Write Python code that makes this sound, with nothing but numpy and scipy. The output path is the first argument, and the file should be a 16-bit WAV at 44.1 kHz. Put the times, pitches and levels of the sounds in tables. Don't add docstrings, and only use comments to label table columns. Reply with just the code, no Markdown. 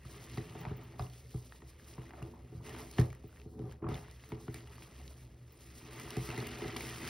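import sys
import numpy as np
from scipy import signal
from scipy.fft import rfft, irfft, next_fast_len
from scipy.io import wavfile
from scipy.ndimage import uniform_filter1d

SR = 44100
rng = np.random.default_rng(int(sys.argv[2]) if len(sys.argv) > 2 else 0)


def store_pcm(level_fs):
    pcm = np.round(np.clip(level_fs, -1, 1) * 32767).astype(np.int16)
    wavfile.write(sys.argv[1], SR, np.atleast_2d(pcm).T)


N = 312669

DEEP_SLOSH, UPPER_SLOSH, AIR_SQUELCH, COARSE_FOAM = range(4)

# deep slosh, upper slosh, squelch, each in dB.
RESTING_DB = [-62.5, -70.5, -76.5]

# frequency in Hz, relative filter gain in dB.
PORE_COLOUR = [(250, -14), (500, -5), (780, -2.5), (1250, -3.5), (1550, -12.5), (2500, -18), (6000, -60)]

# frequency in Hz, relative filter gain in dB.
FINE_COLOUR = [(1500, -11.5), (4000, 1), (6000, 2), (9000, 1.5), (12000, -1.5), (15700, -1.5), (16100, -56)]


def gain_of(db):
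    return 10 ** (np.asarray(db) / 20)


def evened(x):
    return x / np.sqrt(np.mean(x ** 2) + 1e-20)


def read(points, hz):
    f, value = np.transpose(points)
    return np.interp(np.log(hz + 1), np.log(f + 1), value)


def add(mix, s, sound):
    part = mix[max(round(s * SR), 0):][:len(sound)]
    part += sound[:len(part)]


def coloured(x, spectrum):
    size = next_fast_len(x.shape[-1] + 4096)
    gain = gain_of(read(spectrum, np.fft.rfftfreq(size, 1 / SR)))
    return irfft(rfft(x, size) * gain, size)[..., :x.shape[-1]]


def follow(table):
    s, *columns = np.transpose(table)
    return [gain_of(np.interp(np.arange(N) / SR, s, db)) for db in columns]


def flicker(ms, db):
    wander = uniform_filter1d(rng.standard_normal(N), max(round(ms * SR / 1000), 2))
    return gain_of(db * evened(wander))


def bursts(per_s, spread_db, low_hz, high_hz, cycles, glide, count=24):
    chance = per_s / SR * flicker(ms=34, db=4.5)
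    size_db = spread_db * np.minimum(rng.exponential(1, N), 4)
    size = gain_of(size_db) * (rng.random(N) < chance)
    kind, out = rng.integers(0, count, N), np.zeros(N)
    for k, hz in enumerate(np.geomspace(low_hz, high_hz, count)):
        turn = np.arange(round(5 * cycles * SR / hz) + 2) * hz / SR
        tone = np.sin(2 * np.pi * turn * (1 + glide * turn / cycles))
        grain = tone * np.exp(-turn / cycles) * np.sqrt(hz)
        out += signal.oaconvolve(size * (kind == k), grain)[:N]
    return evened(out)


def squeezed(layer):
    # start, rise, hold and release in seconds, then the held levels
    # of deep slosh, upper slosh, squelch and coarse foam in dB. Release is scaled by linger, which shortens it.
    squeezes = np.array([(0.0, 0.1, 0.16, 0.2, -59.5, -60.5, -65, -69),
                         (0.282, 0.054, 0.11, 0.18, -49.5, -54.5, -68, -86),
                         (0.411, 0.18, 0.0065, 0.89, -45, -52, -55.5, -61),
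                         (0.99, 0.02, 0.011, 0.12, -41, -51.5, -55.5, -63.5),
                         (1.29, 0.074, 0.03, 0.26, -74, -63, -71.5, -78),
                         (1.7, 0.25, 0.16, 0.15, -57, -60, -65, -69),
                         (2.126, 0.054, 0.015, 0.69, -54, -53.5, -59.5, -68),
                         (2.41, 0.17, 0.043, 0.11, -46, -61, -66.5, -92),
                         (2.617, 0.04, 0.16, 0.34, -53.5, -53, -60, -56),
                         (2.964, 0.025, 0.0074, 0.24, -37, -44, -48, -49),
                         (3.387, 0.23, 0.06, 0.11, -45.5, -48, -64.5, -94),
                         (3.647, 0.074, 0.013, 0.082, -49, -68, -61, -74),
                         (3.813, 0.016, 0.053, 0.076, -46, -47, -53.5, -91),
                         (3.876, 0.026, 0.06, 0.22, -43.5, -54, -53.5, -57),
                         (4.255, 0.065, 0.014, 0.41, -46.5, -51.5, -64, -64.5),
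                         (4.446, 0.12, 0.04, 0.2, -55.5, -58.5, -69, -60.5),
                         (4.59, 0.04, 0.49, 0.42, -60.5, -65.5, -70, -75),
                         (5.502, 0.5, 1.1, .2, -54, -53.5, -61.5, -55),
                         (6.21, 0.1, 0.076, 0.94, -54, -49, -55, -51),
                         (6.585, 0.07, 0.038, 0.046, -41.5, -45, -51, -60),
                         (6.742, 0.057, 0.042, 0.4, -67, -51, -61, -56),
                         (6.904, 0.13, .1, .2, -50, -51, -79, -48.5)])
    linger = [0.78, 0.81, 0.62, 0.25]
    slope_db = 22
    t = np.arange(0, N / SR, 1 / 1000)
    shortest = [[[0]], [[.005]], [[0]], [[.01]]]
    start, rise, hold, release = np.maximum(squeezes[:, :4].T[..., None], shortest)
    since = t - start - rise
    climb = np.minimum(since / rise, 0)
    fall = (hold - since) / (release * linger[layer])
    held_db = squeezes[:, 4:][:, layer, None]
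    power = (gain_of(held_db + slope_db * np.minimum(climb, fall)) ** 2).sum(0)
    return np.interp(np.arange(N) / SR, t, np.sqrt(power))


def ring(deep):
    # frequency in Hz, relative level in dB, decay time t60 in seconds.
    basin_modes = [(58.2, 1, 0.12), (91, -11, 0.21), (125, 0, 0.19), (167.3, -4, 0.092), (245, 6.5, 0.073),
                   (335.9, 0, 0.15), (405.5, 3.5, 0.063), (430.8, 0.5, 0.084), (522, -10.5, 0.066),
                   (624, -27, 0.034), (765, -8.5, 0.053), (1000, -38, 0.059)]
    t = np.arange(SR // 2) / SR
    sound = np.zeros(len(t))
    for k, (hz, db, t60) in enumerate(basin_modes):
        if (hz < 200) == deep:
            build = 1 - np.exp(-t * hz / 1.34)
            swing = (-1) ** k * np.sin(2 * np.pi * hz * t)
            sound += gain_of(db - 60 * t / t60) * build * swing
    return sound / abs(sound).max()


def slosh():
    push = rng.standard_normal(N) * flicker(ms=22, db=1.5)
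    deep = evened(signal.oaconvolve(push, ring(deep=True))[:N])
    upper = evened(signal.oaconvolve(push, ring(deep=False))[:N])
    deep_gain = np.hypot(squeezed(DEEP_SLOSH), gain_of(RESTING_DB[DEEP_SLOSH]))
    upper_gain = np.hypot(squeezed(UPPER_SLOSH), gain_of(RESTING_DB[UPPER_SLOSH]))
    return deep_gain * deep + upper_gain * upper


def squelch():
    rush = rng.standard_normal(N) * flicker(ms=7.6, db=2)
    bubbles = bursts(900, 4.65, 429, 1910, cycles=4.1, glide=0.056)
    pores = 0.89 * evened(rush) + 0.47 * bubbles
    gain = np.hypot(squeezed(AIR_SQUELCH), gain_of(RESTING_DB[AIR_SQUELCH]))
    return gain * evened(coloured(pores, PORE_COLOUR))


def thuds_and_gurgle():
    # start in seconds, level
    # of the deep modes in dB, of the upper modes in dB, of the slap in dB, slap pitch in Hz.
    events = [(0.05, -40, -52, -51, 1280), (0.374, -29, -35, -39, 800), (0.496, -40.5, -53, -76, 732),
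              (0.551, -71, -39.5, -41.5, 730), (0.651, -48, -46, -35, 756), (0.664, -32, -44, -40, 800),
              (0.708, -30, -35.5, -56, 774), (0.994, -32, -50, -31, 720), (1.342, -28, -38, -50.5, 760),
              (1.62, -65, -50, -53, 885), (1.98, -35, -42.5, -42, 700), (2.135, -66, -51, -41, 776),
              (2.219, -33, -42, -44, 1190), (2.521, -59, -44.5, -61, 610), (2.566, -35, -62, -67, 600),
              (2.985, -13.5, -22, -29.5, 820), (3.009, -28, -39, -38, 940), (3.238, -39.5, -43.5, -57, 736),
              (3.456, -38, -42, -98, 560), (3.592, -36, -37, -60, 570), (3.821, -45, -33.5, -44.5, 1050),
              (3.842, -33, -42, -40, 1090), (3.866, -33, -52, -37, 1100), (3.885, -30.5, -33, -35, 870),
              (3.913, -30, -34.5, -34, 564), (4.319, -33, -34, -39.5, 955),
              (4.48, -31.5, -36.5, -43.5, 710), (4.542, -45, -44, -52, 760), (6.047, -38.5, -87, -55, 696),
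              (6.167, -27, -30, -41, 750), (6.284, -36.5, -35.5, -39.5, 1240),
              (6.375, -35, -34.5, -46, 1140), (6.617, -55, -33, -40.5, 760), (6.761, -52, -34.5, -39, 1190)]
    out, deep, upper = np.zeros(N), ring(deep=True), ring(deep=False)
    t = np.arange(1800) / SR
    touch = (1 - np.exp(-t / 0.001)) * np.hanning(2 * len(t))[len(t):]
    noises = rng.standard_normal((len(events), len(t)))
    for (s, deep_db, upper_db, slap_db, hz), noise in zip(events, noises):
        add(out, s, gain_of(deep_db) * deep + gain_of(upper_db) * upper)
        pocket = np.sin(2 * np.pi * hz * t) * gain_of(-60 * t / 0.025)
        splash = 0.48 * evened(coloured(noise, PORE_COLOUR)) * gain_of(-60 * t / 0.051)
        add(out, s, gain_of(slap_db) * (pocket + splash) * touch)
    return out


def pops():
    # moment in seconds, body level in dB, pitch in Hz, top-end tick level in dB.
    large_bubbles = [(0.097, -50.5, 1880, -75), (0.3737, -38, 2620, -52), (0.381, -38, 1910, -65),
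                     (0.496, -49, 2900, -60), (0.633, -44, 1870, -76), (0.6518, -39, 2050, -78),
                     (0.686, -44, 2200, -72), (0.994, -42, 4990, -71), (1.022, -46, 3740, -72),
                     (1.044, -56, 4300, -72), (1.099, -48.5, 4400, -68), (1.0664, -53.5, 2850, -66),
                     (1.135, -51.5, 3480, -55), (1.5225, -44, 1900, -80), (1.62, -49.5, 1900, -71),
                     (1.797, -52, 1710, -77), (1.938, -47, 5100, -66), (2.093, -54, 1730, -65),
                     (2.107, -47, 2030, -75), (2.226, -45, 2800, -55), (2.693, -56, 1270, -47),
                     (2.748, -42, 1310, -60), (2.787, -61, 1780, -49), (2.9126, -57, 4900, -46),
                     (2.9841, -27.5, 1780, -56), (2.998, -41, 1910, -38.5), (3.0133, -34, 1800, -45),
                     (3.1026, -45, 2280, -58), (3.1286, -44, 1890, -56), (3.1492, -48, 1890, -57),
                     (3.2924, -55, 1500, -75), (3.3277, -54, 1500, -80), (3.36, -54, 1870, -79),
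                     (3.371, -52, 1560, -80), (3.399, -51, 2740, -72), (3.416, -53, 2620, -72),
                     (3.592, -53.5, 3100, -72), (3.712, -47, 3060, -72), (3.723, -49.5, 1700, -54),
                     (3.889, -49, 2800, -51), (3.943, -39.5, 3530, -53), (3.954, -39.5, 2950, -65),
                     (3.9752, -44, 2650, -59), (4.047, -47, 1490, -68), (4.083, -46.5, 1070, -61),
                     (4.112, -72, 2300, -51), (4.238, -45, 2170, -82), (4.3201, -41.5, 2240, -68),
                     (4.4817, -41.5, 1480, -73), (4.543, -37.5, 2250, -41), (4.673, -48, 2900, -66),
                     (4.781, -43, 1230, -75), (4.8223, -46.5, 2790, -76), (5.078, -46, 3850, -75),
                     (5.9979, -39.5, 2330, -42.5), (6.105, -36, 2900, -41), (6.168, -43, 2650, -42.5),
                     (6.2895, -37, 2200, -45), (6.3024, -37, 2700, -48), (6.363, -41, 4000, -60),
                     (6.3773, -33, 1980, -44), (6.402, -39, 4300, -53), (6.426, -36, 1080, -58),
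                     (6.515, -46, 4200, -65), (6.47, -36, 2140, -39.5), (6.62, -35.5, 2110, -68),
                     (6.68, -40, 3140, -62), (6.764, -32.5, 3320, -41), (6.7675, -33, 2310, -39),
                     (6.807, -34, 2310, -44), (7.051, -36.5, 2070, -48), (7.0715, -44, 2194, -49)]
    out, t = np.zeros(N), np.arange(1400) / SR
    lead = .002
    swell = np.exp(-abs(t - lead) / 0.00085)
    after = np.maximum(t - lead, 0)
    spray = swell + .14 * (t > lead) * gain_of(-60 * after / .07)
    noises = rng.standard_normal((len(large_bubbles), 2, len(t)))
    for (s, db, hz, tick_db), noise in zip(large_bubbles, noises):
        bubble = 0.43 * np.sin(2 * np.pi * hz * after) * np.exp(-after / 0.0035)
        around = [(hz / 15.0, -16), (hz, 0), (hz * 2.15, -11), (hz * 6, -40)]  # (Hz, dB)
        snap = coloured(signal.unit_impulse(len(t), round(lead * SR)), around)
        wet_noise = spray * evened(coloured(noise[0], around))
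        body = bubble + 0.96 * snap / snap.max() + 0.5 * wet_noise
        tick = spray * evened(coloured(noise[1], FINE_COLOUR))
        add(out, s - .0012, gain_of(db) * body + gain_of(tick_db) * tick)
    return out


def fizz():
    # time in seconds, coarse foam in dB, fine foam in dB.
    further_foam = [(0, -72.5, -73), (.06, -65.5, -62.5), (.33, -60.5, -58), (.66, -62, -71.5),
                    (.95, -67, -68.5), (1.4, -74.5, -62), (1.75, -69.5, -74), (1.9, -69, -64.5),
                    (2.46, -72.5, -76), (2.62, -75, -71.5), (2.94, -63.5, -59), (3.14, -72, -68.5),
                    (3.22, -72.5, -75.5), (3.4, -74, -72), (3.55, -90, -77), (3.72, -67, -70),
                    (3.8, -85, -83), (3.87, -96, -96), (3.95, -64, -69), (4.62, -74, -67.5),
                    (4.72, -64, -66.5), (5.2, -71.5, -64.5), (5.42, -76.5, -79.5), (5.6, -77, -63),
                    (6.7, -50, -69), (6.8, -53.5, -48.5), (6.95, -60, -55), (7.09, -59, -48)]
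    # frequency in Hz, relative filter gain in dB.
    coarse_colour = [(600, -16), (1200, 1.5), (1720, -5), (1880, 0), (2160, -1), (2340, -4.5), (2750, -3),
                     (3500, -8.5), (5000, -12.5), (8000, -18), (14000, -26)]
    fine_under_coarse_db = 5.5
    swell = flicker(ms=33, db=1.5)
    crackle = bursts(320, 0.85, 2100, 20000, cycles=0.66, glide=0)
    blips = bursts(1100, 3.3, 1640, 6500, cycles=14.0, glide=.012)
    grit = swell * rng.standard_normal(N) * flicker(ms=2.5, db=2.5)
    coarse = grit + 0.3 * crackle + 0.5 * blips
    hiss = swell * rng.standard_normal(N) * flicker(ms=59, db=3.5)
    pings = bursts(250, 8.8, 4000, 15000, cycles=37.0, glide=0)
    fine = hiss + 0.6 * crackle + 0.21 * pings
    pressed = squeezed(COARSE_FOAM)
    further_coarse, further_fine = follow(further_foam)
    coarse_gain = np.hypot(pressed, further_coarse)
    fine_gain = np.hypot(pressed / gain_of(fine_under_coarse_db), further_fine)
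    return (coarse_gain * evened(coloured(coarse, coarse_colour))
            + fine_gain * evened(coloured(fine, FINE_COLOUR)))


def bracelet():
    # start in seconds, level in dB.
    link_ticks = [(0.607, -49), (0.7682, -50), (0.836, -55), (3.2755, -56), (4.2906, -56), (5.5228, -54),
                  (6.4717, -53)]
    # frequency in Hz, relative level in dB, decay time t60 in seconds.
    link_modes = [(14400, -4, .015), (15550, -8, 0.037), (15100, -3, .06)]
    out, t = np.zeros(N), np.arange(2000) / SR
    tick = sum(np.sin(2 * np.pi * hz * t) * gain_of(db - 60 * t / t60) for hz, db, t60 in link_modes)
    for s, db in link_ticks:
        add(out, s, gain_of(db) * tick)
    return out


def hum():
    # frequency in Hz, relative filter gain in dB.
    hum_colour = [(20, -21), (40, 0), (52, -11.5), (63, 10), (75, 4), (100, -29), (120, 7.5), (140, -27),
                  (250, -15), (420, -22.5), (520, -18), (900, -49.5)]
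    level_db = -54.5
    return gain_of(level_db) * evened(coloured(rng.standard_normal(N), hum_colour))


def bathroom(x):
    # frequency in Hz, decay time t60 in seconds.
    room_decay = [(100, 0.028), (700, 0.32), (3000, 0.037), (12000, 0.014)]
    # frequency in Hz, gain in dB.
    room_share = [(100, -32), (400, -13.5), (540, -1.5), (750, -2.5), (1300, -11), (2500, -12),
                  (6000, -23.5), (15000, -19)]
    taps = np.zeros((2, SR // 2))
    at = np.arange(100, SR // 2 - 20, 20)
    at = at + rng.integers(0, 20, (2, len(at)))
    np.put_along_axis(taps, at, rng.choice([-1., 1.], at.shape), 1)
    hz, t, bands = signal.stft(taps, SR, nperseg=256)
    bands = bands * gain_of(-60 * t / read(room_decay, hz)[:, None])
    bands = bands / np.linalg.norm(bands, axis=2, keepdims=True)
    tail = signal.istft(bands, SR, nperseg=256)[1]
    tail = tail / np.linalg.norm(tail[0])
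    return coloured(signal.fftconvolve(x[None], tail, axes=1)[:, :N], room_share)


def scene():
    near = slosh() + squelch() + fizz() + thuds_and_gurgle() + pops() + bracelet() + hum()
    return near + bathroom(near)


def record(dry):
    # frequency in Hz, phase by which left leads right in radians.
    stereo_phase = [(0, 0), (400, -.12), (850, -.5), (2400, .2), (5100, .1), (7000, 3), (8000, 3.5),
                    (10000, 6.1), (11400, 6.6), (13200, 9.3), (14300, 9.6), (17000, 13.6)]
    size = next_fast_len(N + 4096)
    lead = np.interp(np.fft.rfftfreq(size, 1 / SR), *np.transpose(stereo_phase))
    turn = np.exp(.5j * np.array([lead, -lead]))
    heard = irfft(rfft(dry, size) * turn, size)[:, :N]
    heard = signal.sosfilt(signal.butter(3, 58., "high", fs=SR, output="sos"), heard)
    band_limit = signal.firwin(511, 16200, window=("kaiser", 9), fs=SR)  # low-pass, Hz
    return signal.oaconvolve(heard, band_limit[None], "same")


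dry = scene()
out = record(dry)
store_pcm(out)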